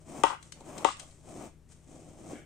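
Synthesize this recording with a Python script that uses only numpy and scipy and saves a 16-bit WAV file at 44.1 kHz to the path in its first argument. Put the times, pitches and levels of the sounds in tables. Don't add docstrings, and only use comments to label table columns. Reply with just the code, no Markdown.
import sys
import numpy as np
from scipy import signal
from scipy.fft import rfft, irfft
from scipy.io import wavfile
from scipy.ndimage import uniform_filter1d

SR = 44100
rng = np.random.default_rng(int(sys.argv[2]) if len(sys.argv) > 2 else 0)


def log_audio(samples):
    frames = np.atleast_2d(samples).T
    limited = np.clip(frames, -1, 1)
    pcm = np.round(limited * 32767).astype(np.int16)
    wavfile.write(sys.argv[1], SR, pcm)


N = 108045
T = np.arange(N) / SR


def amp(db):
    return 10 ** (np.asarray(db) / 20)


def unit(x):
    return x / np.sqrt(np.mean(x ** 2) + 1e-20)


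def read(curve, hz):
    freqs, values = np.transpose(curve)
    return np.interp(np.log(hz + 1), np.log(freqs + 1), values)


def colour(x, eq):
    hz = np.fft.rfftfreq(x.shape[-1], 1 / SR)
    return irfft(rfft(x) * amp(read(eq, hz)), x.shape[-1])


def stereo(three, right_db, likeness=.78):
    return (np.sqrt(likeness) * three[0] + np.sqrt(1 - likeness) * three[1:]) * amp([[0], [right_db]])


def noise(eq, right_db):
    return stereo(unit(colour(rng.standard_normal((3, N)), eq)), right_db)


def friction(eq, right_db, slips_per_s=1400, smooth=1):
    slips = unit(rng.standard_normal((3, N)) * (rng.random(N) < slips_per_s / SR))
    slide = smooth * rng.standard_normal((3, N))
    return stereo(unit(colour(slips + slide, eq)), right_db)


def hit(start, rise_s, t60):
    t = T - start
    return np.clip(t / rise_s + 1 / 2, 0, 1) * amp(-60 * np.maximum(t - rise_s / 2, 0) / t60)


def pull(start, length, growth_db, rise_s=.045, fall_s=.027):
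    t = T - start
    hold = amp(growth_db * (np.clip(t / length, 0, 1) - 1))
    return np.clip(t / rise_s, 0, 1) * hold * np.exp(-np.maximum(t - length, 0) / fall_s)


# (frequency [Hz], gain [dB])
AIR_EQ = [(20, 4), (45, 0), (70, -10), (100, 4.5), (165, -4), (230, -5.5), (400, -11.5), (700, -23),
          (1500, -28), (4500, -35.5), (8200, -31.5), (10500, -39), (15000, -47.5)]
# (frequency [Hz], level [dB])
HUMS = [(71.5, -61), (156, -62)]


def room_tone(air_db=-56.5, right_db=-5.5):
    hum = sum(np.sqrt(2) * amp(db) * np.sin(2 * np.pi * (hz * T + rng.random())) for hz, db in HUMS)
    return amp(air_db) * noise(AIR_EQ, right_db) + hum * amp([[0], [right_db]])


# (frequency [Hz], t60 [s])
ROOM_T60 = [(200, .3), (1000, 0.39), (4000, .27), (9000, .25), (15000, 0.19)]
# (frequency [Hz], gain [dB])
ROOM_SEND = [(200, -20.5), (800, -24.5), (1400, -7), (3000, 0), (8000, -5)]


def reverb(x):
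    hz, t, bands = signal.stft(rng.standard_normal((2, SR // 2)), SR, nperseg=256)
    t60 = read(ROOM_T60, hz)[:, None]
    decay = amp(read(ROOM_SEND, hz)[:, None] - 60 * t / t60)
    equal_energy = np.sqrt(2 * np.log(1000) / (t60 * SR))
    tail = signal.istft(bands * decay * equal_energy, SR, nperseg=256)[1]
    return signal.fftconvolve(x.mean(0)[None], tail, axes=1)[:, :N]


# (frequency [Hz], level [dB], t60 [s])
CLOTH_MODES = [(214, -49.5, .12), (302, -26, 0.092), (359, -26, 0.057), (425.6, -17, 0.044),
               (556, -17, 0.052), (767, -18.5, .11), (899, -22.5, .09), (912, -10.5, 0.068),
               (1084, -22, 0.091), (1189, -14, 0.033), (1407, -28.5, .05), (1933, -23.5, 0.027),
               (2635, -26.5, 0.028), (2860, -24, 0.036)]


def cloth(start, weight_db, give_s=.0016, low_cut_hz=250):
    near = abs(T - start) < 1 / 4
    t, out = T[near] - start, np.zeros(N)
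    ring = sum(amp(db + weight_db(hz) - 60 * np.maximum(t, 0) / t60) * np.cos(2 * np.pi * hz * t)
               for hz, db, t60 in CLOTH_MODES)
    give = np.exp(-(np.minimum(t, 0) / give_s) ** 2)
    low_cut = signal.butter(2, low_cut_hz, "highpass", fs=SR, output="sos")
    out[near] = signal.sosfilt(low_cut, -ring * give)
    return out


# (time [s], level [dB], roll-off corner [Hz])
BUMPS = [(.610, -35, 810), (1.016, -45, 640), (1.363, -13.5, 292), (2.3329, -12, 324)]


def finger_bumps(db_per_octave=-28, right_db=-1.5):
    thuds = sum(amp(db) * cloth(start, lambda hz: db_per_octave * max(np.log2(hz / corner), 0))
                for start, db, corner in BUMPS)
    return thuds * amp([[0], [right_db]])


# (time [s], level [dB], t60 [s])
TICKS = [(0.427, -44.5, 0.021), (0.522, -36.5, 0.022), (0.605, -51, 0.029), (.78, -37, 0.035),
         (.969, -46, 0.015), (0.9962, -36, 0.044), (1.109, -56, 0.052), (1.72, -54.5, .04)]
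# (frequency [Hz], gain [dB])
TICK_EQ = [(200, -8), (900, -6.5), (2500, -4.5), (3800, 0.5), (5000, -4), (7000, 0), (8700, 5),
           (10000, -13), (15000, -31)]


def needle_ticks(rise_s=.0045):
    flicks = sum(amp(db) * hit(start, rise_s, t60) for start, db, t60 in TICKS)
    return flicks * noise(TICK_EQ, right_db=-11)


# (time [s], length [s], level [dB], growth [dB])
TUG = (2.31, .11, -59, -4)
# (frequency [Hz], gain [dB])
CREAK_EQ = [(900, -26), (1400, 1), (1620, 6), (1900, -4), (2220, 6), (2550, -10), (2900, -3), (3600, -10),
            (4300, -47), (9000, -32)]


def stitch_creak():
    start, length, db, growth_db = TUG
    return amp(db) * pull(start, length, growth_db) * friction(CREAK_EQ, right_db=-7)


# (time [s], length [s], drum level [dB], rub level [dB], hiss level [dB], growth [dB])
STROKES = [(0, 0.033, -64.5, -66.5, -69.5, -20.5), (0.045, 0.16, -44.5, -43.5, -53, 4.5),
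           (0.385, 0.091, -63, -73, -60, 6), (0.518, 0.099, -56, -54, -63, 8),
           (0.633, 0.19, -46, -42, -54.5, 4), (0.913, 0.12, -65, -54, -55.5, 17),
           (1.035, 0.21, -71, -69.5, -68.5, -4.5), (1.228, 0.22, -44.5, -45.5, -53.5, 9),
           (1.681, 0.044, -80, -67, -60.5, -7.5), (1.744, .12, -71.5, -74, -71.5, -4),
           (1.864, 0.27, -56.5, -61.5, -65.5, -4.5), (2.131, 0.19, -44, -48, -53.5, 12.5),
           (2.325, 0.1, -54.5, -71, -67.5, -7)]
# (frequency [Hz], gain [dB])
DRUM_EQ = [(60, -16.5), (130, 0.5), (220, 3), (310, 6), (450, -4), (620, -2), (780, -5), (1000, -31.5),
           (2000, -46.5)]
RUB_EQ = [(250, -17.5), (600, 8), (850, 1.5), (1150, -0.5), (1600, -15), (2250, -11.5), (3000, -17),
          (4300, -30.5), (8000, -30)]
HISS_EQ = [(1000, -5), (3000, -5.5), (4600, -8.5), (6000, -0.5), (8500, 4), (9400, -3.5), (10200, -15.5),
           (15000, -30.5)]


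def yarn_strokes(extra_rub_growth_db=7, flutter_db=1, flutter_s=.032):
    drum = friction(DRUM_EQ, right_db=-1.5)
    rub = friction(RUB_EQ, right_db=-7)
    hiss = friction(HISS_EQ, right_db=-3)
    out = np.zeros((2, N))
    for start, length, drum_db, rub_db, hiss_db, growth_db in STROKES:
        out += pull(start, length, growth_db) * (amp(drum_db) * drum + amp(hiss_db) * hiss)
        out += pull(start, length, growth_db + extra_rub_growth_db) * amp(rub_db) * rub
    flutter = unit(uniform_filter1d(rng.standard_normal(N), round(flutter_s * SR)))
    return out * amp(flutter_db * flutter)


# (frequency [Hz], gain [dB])
RASP_EQ = [(100, -29), (450, -14), (700, -11), (880, 1.5), (1170, -2), (1700, -19.5), (2800, -24.5),
           (4200, -40), (9000, -37), (15000, -61)]
RASP_RIGHT_EQ = [(300, -18.5), (900, -32), (1500, -3.5), (3000, -38), (6000, -5)]
FIZZ_EQ = [(800, -16), (1600, -3), (2800, -0.5), (3800, 2), (4600, -0.5), (5300, 3), (6400, -3), (7400, 4),
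           (8800, 0.5), (9800, -27.5), (15000, -43)]


def yarn_rasp(rasp_db_per_s=-95.5, fizz_db_per_s=-38.5, rise_s=.006, fall_s=.012):
    left, right = friction(RASP_EQ, right_db=0, slips_per_s=700, smooth=.84)
    judder = np.array([left, colour(right, RASP_RIGHT_EQ)])
    fizz = noise(FIZZ_EQ, right_db=-7)
    out = np.zeros((2, N))
    for start, _, _, rasp_s, rasp_db, fizz_s, fizz_db in POPS:
        onset = start + SPRING_BACK_S
        out += amp(rasp_db) * pull(onset, rasp_s, rasp_db_per_s * rasp_s, rise_s, fall_s) * judder
        out += amp(fizz_db) * pull(onset, fizz_s, fizz_db_per_s * fizz_s, rise_s, fall_s) * fizz
    return out


SPRING_BACK_S = .0038
# (time [s], snap level [dB], ring level [dB], rasp length [s], rasp end level [dB],
# fizz length [s], fizz end level [dB])
POPS = [(0.236, -14, 0, 0.11, -35.5, 0.072, -47), (.8466, -15.5, -1.3, 0.053, -32, 0.075, -44)]
# (frequency [Hz], gain [dB])
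SNAP_EQ = [(100, -22), (800, 4.5), (2000, 4.5), (2800, 6), (3600, -4), (4600, -8.5), (5700, -5.5),
           (8500, 1), (9800, -13.5), (15000, -41.5)]
RING_RIGHT_EQ = [(200, -21.5), (420, -31), (800, -31.5), (1300, -13), (2500, -17.5)]


def needle_pops():
    snap = noise(SNAP_EQ, right_db=-8)
    out = np.zeros((2, N))
    for start, snap_db, ring_db, *_ in POPS:
        out += amp(snap_db) * hit(start, rise_s=.001, t60=.0091) * snap
        left = cloth(start + SPRING_BACK_S, lambda hz: 0)
        right = cloth(start + SPRING_BACK_S, lambda hz: read(RING_RIGHT_EQ, hz))
        out += amp(ring_db) * np.array([left, right])
    return out


def scene():
    work = needle_pops() + yarn_rasp() + yarn_strokes() + stitch_creak() + needle_ticks() + finger_bumps()
    return work + reverb(work) + room_tone()


def record(dry):
    ceiling, cutoff_hz = .92, 15650
    rounded = dry / (1 + (dry / ceiling) ** 4) ** (1 / 4)
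    low_pass = signal.firwin(511, cutoff_hz, window=("kaiser", 9), fs=SR)
    return signal.oaconvolve(rounded, low_pass[None], "same")


dry = scene()
out = record(dry)
log_audio(out)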